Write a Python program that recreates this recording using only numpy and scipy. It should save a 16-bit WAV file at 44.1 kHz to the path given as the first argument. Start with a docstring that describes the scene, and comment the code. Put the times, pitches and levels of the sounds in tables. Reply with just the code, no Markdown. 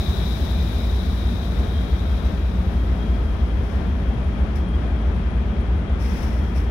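"""Two diesel engines of a passenger train idle beside a roofed station platform.
Their exhaust pulses beat in the bass, under the rush, hum and whine of the cars' blowers.
To the left, leaking compressed air hisses and whistles in a cavity, fading to a sizzle at the seal
as the pressure falls. A valve spits and vents, ringing its body. A thin squeal comes and goes."""
import sys
import numpy as np
from scipy import signal
from scipy.fft import rfft, irfft
from scipy.io import wavfile

SR = 44100
rng = np.random.default_rng(int(sys.argv[2]) if len(sys.argv) > 2 else 0)


def digitize_waveform(pressure):
    """Quantize a signal to 16-bit integers and store it at the path in sys.argv[1].

    Rows of a 2-D input are taken as channels; values are limited to [-1, 1].
    """
    field = np.atleast_2d(pressure).T
    bounded = np.clip(field, -1, 1)
    quanta = np.round(bounded * 32767).astype(np.int16)
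    wavfile.write(sys.argv[1], SR, quanta)


N = 295778
T = np.arange(N) / SR
HZ = np.maximum(np.arange(N // 2 + 1) * SR / N, 1)


# Near engine, uneven cylinders: multiple of cycle rate, level/dB
EXHAUST_ORDERS = [(7, -43), (8, -36.5), (11, -26.3), (12, -32), (13, -31.5), (15, -43), (17, -46)]

def engines(cycle_hz=5.9973, firing_hz=56.705, first_throb_s=.0969, jitter_s=.0002):
    """Exhaust pulses swell once a cycle and beat against the second engine's firing note."""
    clock_s = T - first_throb_s + jitter_s * drift(.93)
    exhaust = sum(from_db(db + .7 * drift(2)) * np.cos(2 * np.pi * order * cycle_hz * clock_s)
                  for order, db in EXHAUST_ORDERS)
    second_engine = from_db(-24.5 + drift(1.3)) * np.cos(2 * np.pi * firing_hz * clock_s)
    return np.sqrt(2) * (exhaust + second_engine) * pan(lean_db=.9)


# Blower rumble and rush: f/Hz, density/(dB per Hz)
BLOWER_RUMBLE = [(20, -72), (36, -51), (55, -49), (85, -46.5), (115, -51.5), (145, -54), (210, -52.5),
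                 (270, -59), (400, -63), (520, -65.5), (680, -66), (1000, -75), (1600, -84.5)]
BLOWER_RUSH = [(300, -84), (900, -71.5), (1500, -73), (2100, -77), (2800, -82), (3400, -81.5),
               (4500, -92.5), (6000, -96), (7800, -106), (10800, -105), (12000, -121), (15500, -122)]
# Transformers, motors, fan blades: f/Hz, level/dB, wander/Hz
MACHINE_HUMS = [(59.87, -33, 0.057), (71.6, -41, 1.36), (180.1, -42, 0.13), (182.7, -39, 0.438),
                (215.9, -41.5, 0.39), (236.6, -45, .4), (295.8, -48.5, 0.32), (344.5, -50, 0.61),
                (376.8, -53, 1.21), (388, -52.5, 0.34), (412.7, -50, 0.54), (657.6, -55.5, 0.805),
                (722, -67, 0.51), (1271, -60, 1.61)]
# Blower whines: f/Hz, width/Hz, level/dB
BLOWER_WHINES = [(2401, 2.5, -63), (2431, 4, -60.3), (2579, 3, -69), (2638, 3, -67.5), (2934, 8, -71)]
# Balance of the cars' sound: f/Hz, left minus right/dB
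CAR_LEAN = [(60, 0.33), (110, 0.46), (200, 2.5), (380, 2.5), (700, 5.5), (1290, 10.4), (2380, 6),
            (4400, 10.7), (8120, 32), (15000, 7.1)]

def blowers(surge_db=.55, waver_db=1.0):
    """Fans under the cars: broad rush, wavering hums, thin whines."""
    density = np.hypot(spectrum(BLOWER_RUMBLE), spectrum(BLOWER_RUSH))
    rush = noise(density, CAR_LEAN) * from_db(surge_db * drift(3.9))
    hums = sum(from_db(db + waver_db * drift(1.8)) * tone(hz, wander_hz) * pan(at_hz(CAR_LEAN, hz))
               for hz, db, wander_hz in MACHINE_HUMS)
    whines = noise(resonances(BLOWER_WHINES), CAR_LEAN)
    return rush + hums + whines


def pressure_db(bleed_db_per_s=4):
    """Pressure behind the leak, re its start; bleeds away steadily."""
    return -bleed_db_per_s * T


# Leak jet: f/Hz, relative density/dB
LEAK_HISS = [(2500, -7), (3300, 11), (4400, 8), (5100, 9.5), (5800, 7), (6600, 1), (8600, -4.5),
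             (9800, -1.5), (11000, 3), (12200, -3), (14000, 0), (15000, 1.5), (16000, -1)]
# Cavity resonances: f/Hz, width/Hz, relative level/dB
CAVITY_MODES = [(2330, 170, -12), (3600, 260, -5.3), (3573, 20, -16), (3800, 160, -4.6), (3788, 10, -12),
                (3860, 10, -14), (3976, 10, -16), (3970, 80, -10.5)]
# Balance of the escaping air: f/Hz, left minus right/dB
LEAK_LEAN = [(2000, 7), (3000, 8), (3800, 14), (4700, 8), (6000, 16), (8000, 24), (9800, 13), (12000, 14),
             (15000, 17)]

def air_leak(hiss_db=-88.5, whistle_db=-39.5, dull_above_hz=11700, stall_db=-8):
    """The jet dulls as it weakens and blows a cavity, whose whistle stalls at low pressure."""
    drive_db = pressure_db()
    density = spectrum(LEAK_HISS)
    jet_body = noise(density * (HZ <= dull_above_hz), LEAK_LEAN)
    jet_top = noise(density * (HZ > dull_above_hz), LEAK_LEAN) * from_db(.27 * drive_db)
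    hiss = (jet_body + jet_top) * from_db(hiss_db + drive_db + .6 * drift(20))
    stall_loss_db = 1.5 * np.maximum(stall_db - drive_db, 0)
    cavity = noise(resonances(CAVITY_MODES), LEAK_LEAN)
    whistle = cavity * from_db(whistle_db + drive_db - stall_loss_db + .5 * drift(7.6))
    return hiss + whistle


# Spits: t/s, relative level/dB, opening/s, hold/s, T60/s, ring gain/dB
VALVE_SPITS = [(2.25, -63, .004, .005, 0.17, -6), (3.62, -69, .03, .15, .5, -6),
               (4.554, -59, .003, .006, 0.2, -5), (5.984, -59, 0.032, 0.19, 2.3, -.5),
               (6.22, -59, .005, 0.015, 0.15, -2), (6.547, -59, .012, 0.034, 0.32, -2)]
# Valve jet: f/Hz, relative density/dB
VALVE_HISS = [(900, 5), (2000, 22), (3000, 12), (4500, 9), (5500, 14), (6200, 9), (7300, 0), (9300, 2.5),
              (10600, 2), (12000, -1), (15500, 2)]
# Valve body resonances: f/Hz, width/Hz, relative level/dB
VALVE_MODES = [(5060, 35, 1), (5520, 140, 6), (10550, 220, 0)]

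def valve(jet_db=-37, ring_db=-4, crack_s=.021):
    """Each spit opens, holds and bleeds away; the body rings hardest as the seat cracks open."""
    jet_power = ring_power = 0
    for start_s, db, opening_s, hold_s, t60_s, ring_gain_db in VALVE_SPITS:
        age_s = np.maximum(T - start_s, 0)
        fade_db = 60 * np.maximum(age_s - hold_s, 0) / t60_s
        flow = np.minimum(age_s / opening_s, 1) * from_db(db - fade_db)
        crack = 1 + 2 * np.exp(-age_s / crack_s)
        jet_power += flow ** 2
        ring_power += (flow * crack * from_db(ring_gain_db)) ** 2
    jet = noise(spectrum(VALVE_HISS), LEAK_LEAN) * from_db(jet_db + drift(25))
    ring = noise(resonances(VALVE_MODES), LEAK_LEAN) * from_db(ring_db + drift(12))
    return jet * np.sqrt(jet_power) + ring * np.sqrt(ring_power)


# Squeal flares: centre t/s, length/s, relative level/dB
SQUEAL_FLARES = [(1.81, 0.055, -51), (1.91, .09, -53.5), (2.82, 0.046, -53), (3.05, 0.15, -53),
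                 (3.28, 0.14, -52.5), (4.688, .16, -54), (6.42, .14, -53)]

def squeal(pitch_hz=3240, width_hz=17, floor_db=-58, direct_db=-2.5, scattered_db=-4):
    """A soft, fluttering note that flares, heard directly and blurred by roof reflections."""
    flare_power = sum(from_db(db) ** 2 * np.exp(-(2 * (T - centre_s) / length_s) ** 2)
                      for centre_s, length_s, db in SQUEAL_FLARES)
    envelope = np.sqrt(from_db(floor_db) ** 2 + flare_power)
    direct = from_db(direct_db) * tone(pitch_hz, wander_hz=5) * pan(at_hz(CAR_LEAN, pitch_hz))
    scattered = noise(resonances([(pitch_hz, width_hz, scattered_db)]), CAR_LEAN)
    flutter = from_db(2.2 * drift(16))
    return (direct + scattered) * envelope * flutter


# Air seeping through the seal: f/Hz, width/Hz, relative level/dB
SEAL_BAND = [(9620, 190, -73)]

def seal_seep(gain_db=-.5, onset_pressure_db=-4):
    """At low pressure the seal sizzles on one high, flickering note."""
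    onset = 1 / (1 + from_db(pressure_db() - onset_pressure_db) ** 2)
    flicker = from_db(3.8 * drift(22))
    return noise(resonances(SEAL_BAND), LEAK_LEAN) * from_db(gain_db) * onset * flicker


# Stereo likeness of the noise: f/Hz, left-right correlation
CORRELATION = [(40, .85), (130, .92), (290, .81), (640, .47), (1400, .05), (16000, 0)]

def noise(density, lean):
    """Stereo noise of given amplitude per root Hz; alike in the bass, diffuse in the treble."""
    mid, side = rfft(rng.standard_normal((2, N)))
    alike = np.clip(at_hz(CORRELATION), -.99, .995)
    pair = np.sqrt((1 + alike) / 2) * mid + np.sqrt((1 - alike) / 2) * side * [[1], [-1]]
    return irfft(pair * density * pan(at_hz(lean)) * np.sqrt(SR / 2), N)


def spectrum(points):
    """Amplitude per root Hz; falls 24 dB/octave beyond the end points."""
    beyond = np.maximum(1, np.maximum(points[0][0] / HZ, HZ / points[-1][0]))
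    return from_db(at_hz(points)) / beyond ** 4


def resonances(modes):
    """Amplitude per root Hz of steep-sided peaks, each with its own rms level."""
    power = 0
    for hz, width_hz, db in modes:
        peak = 1 / (1 + ((HZ - hz) / width_hz) ** 2) ** 2
        power += from_db(db) ** 2 * peak / (width_hz * np.pi / 2)
    return np.sqrt(power)


def tone(hz, wander_hz):
    """Unit-power sinusoid of wandering pitch."""
    cycles = rng.random() + np.cumsum(hz + wander_hz * drift(2.01)) / SR
    return np.sqrt(2) * np.cos(2 * np.pi * cycles)


def drift(rate_hz):
    """Slow random motion: twice-smoothed noise, unit rms."""
    hop, settle_steps = 100, 2000
    pole = np.exp(-2 * np.pi * rate_hz * hop / SR)
    white = rng.standard_normal(N // hop + settle_steps + 2)
    slow = signal.lfilter([1], [1, -2 * pole, pole ** 2], white)[settle_steps:]
    slow /= np.sqrt(np.mean(slow ** 2))
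    return np.interp(np.arange(N) / hop, np.arange(len(slow)), slow)


def pan(lean_db):
    """Left and right gains, constant total power."""
    gains = from_db(np.array([[.5], [-.5]]) * lean_db)
    return gains / np.sqrt(np.mean(gains ** 2, axis=0))


def at_hz(points, hz=HZ):
    """Interpolate on a log-frequency axis."""
    freqs_hz, values = np.transpose(points)
    return np.interp(np.log(hz), np.log(freqs_hz), values)


def from_db(db):
    """Decibels to gain."""
    return 10 ** (np.asarray(db) / 20)


def scene():
    """The train as heard from the platform."""
    return engines() + blowers() + air_leak() + valve() + squeal() + seal_seep()


def record(dry):
    """Steep elliptic low-pass."""
    cutoff_hz = 15650
    return signal.sosfilt(signal.ellip(12, .1, 90, cutoff_hz, fs=SR, output="sos"), dry)


dry = scene()
out = record(dry)
digitize_waveform(out)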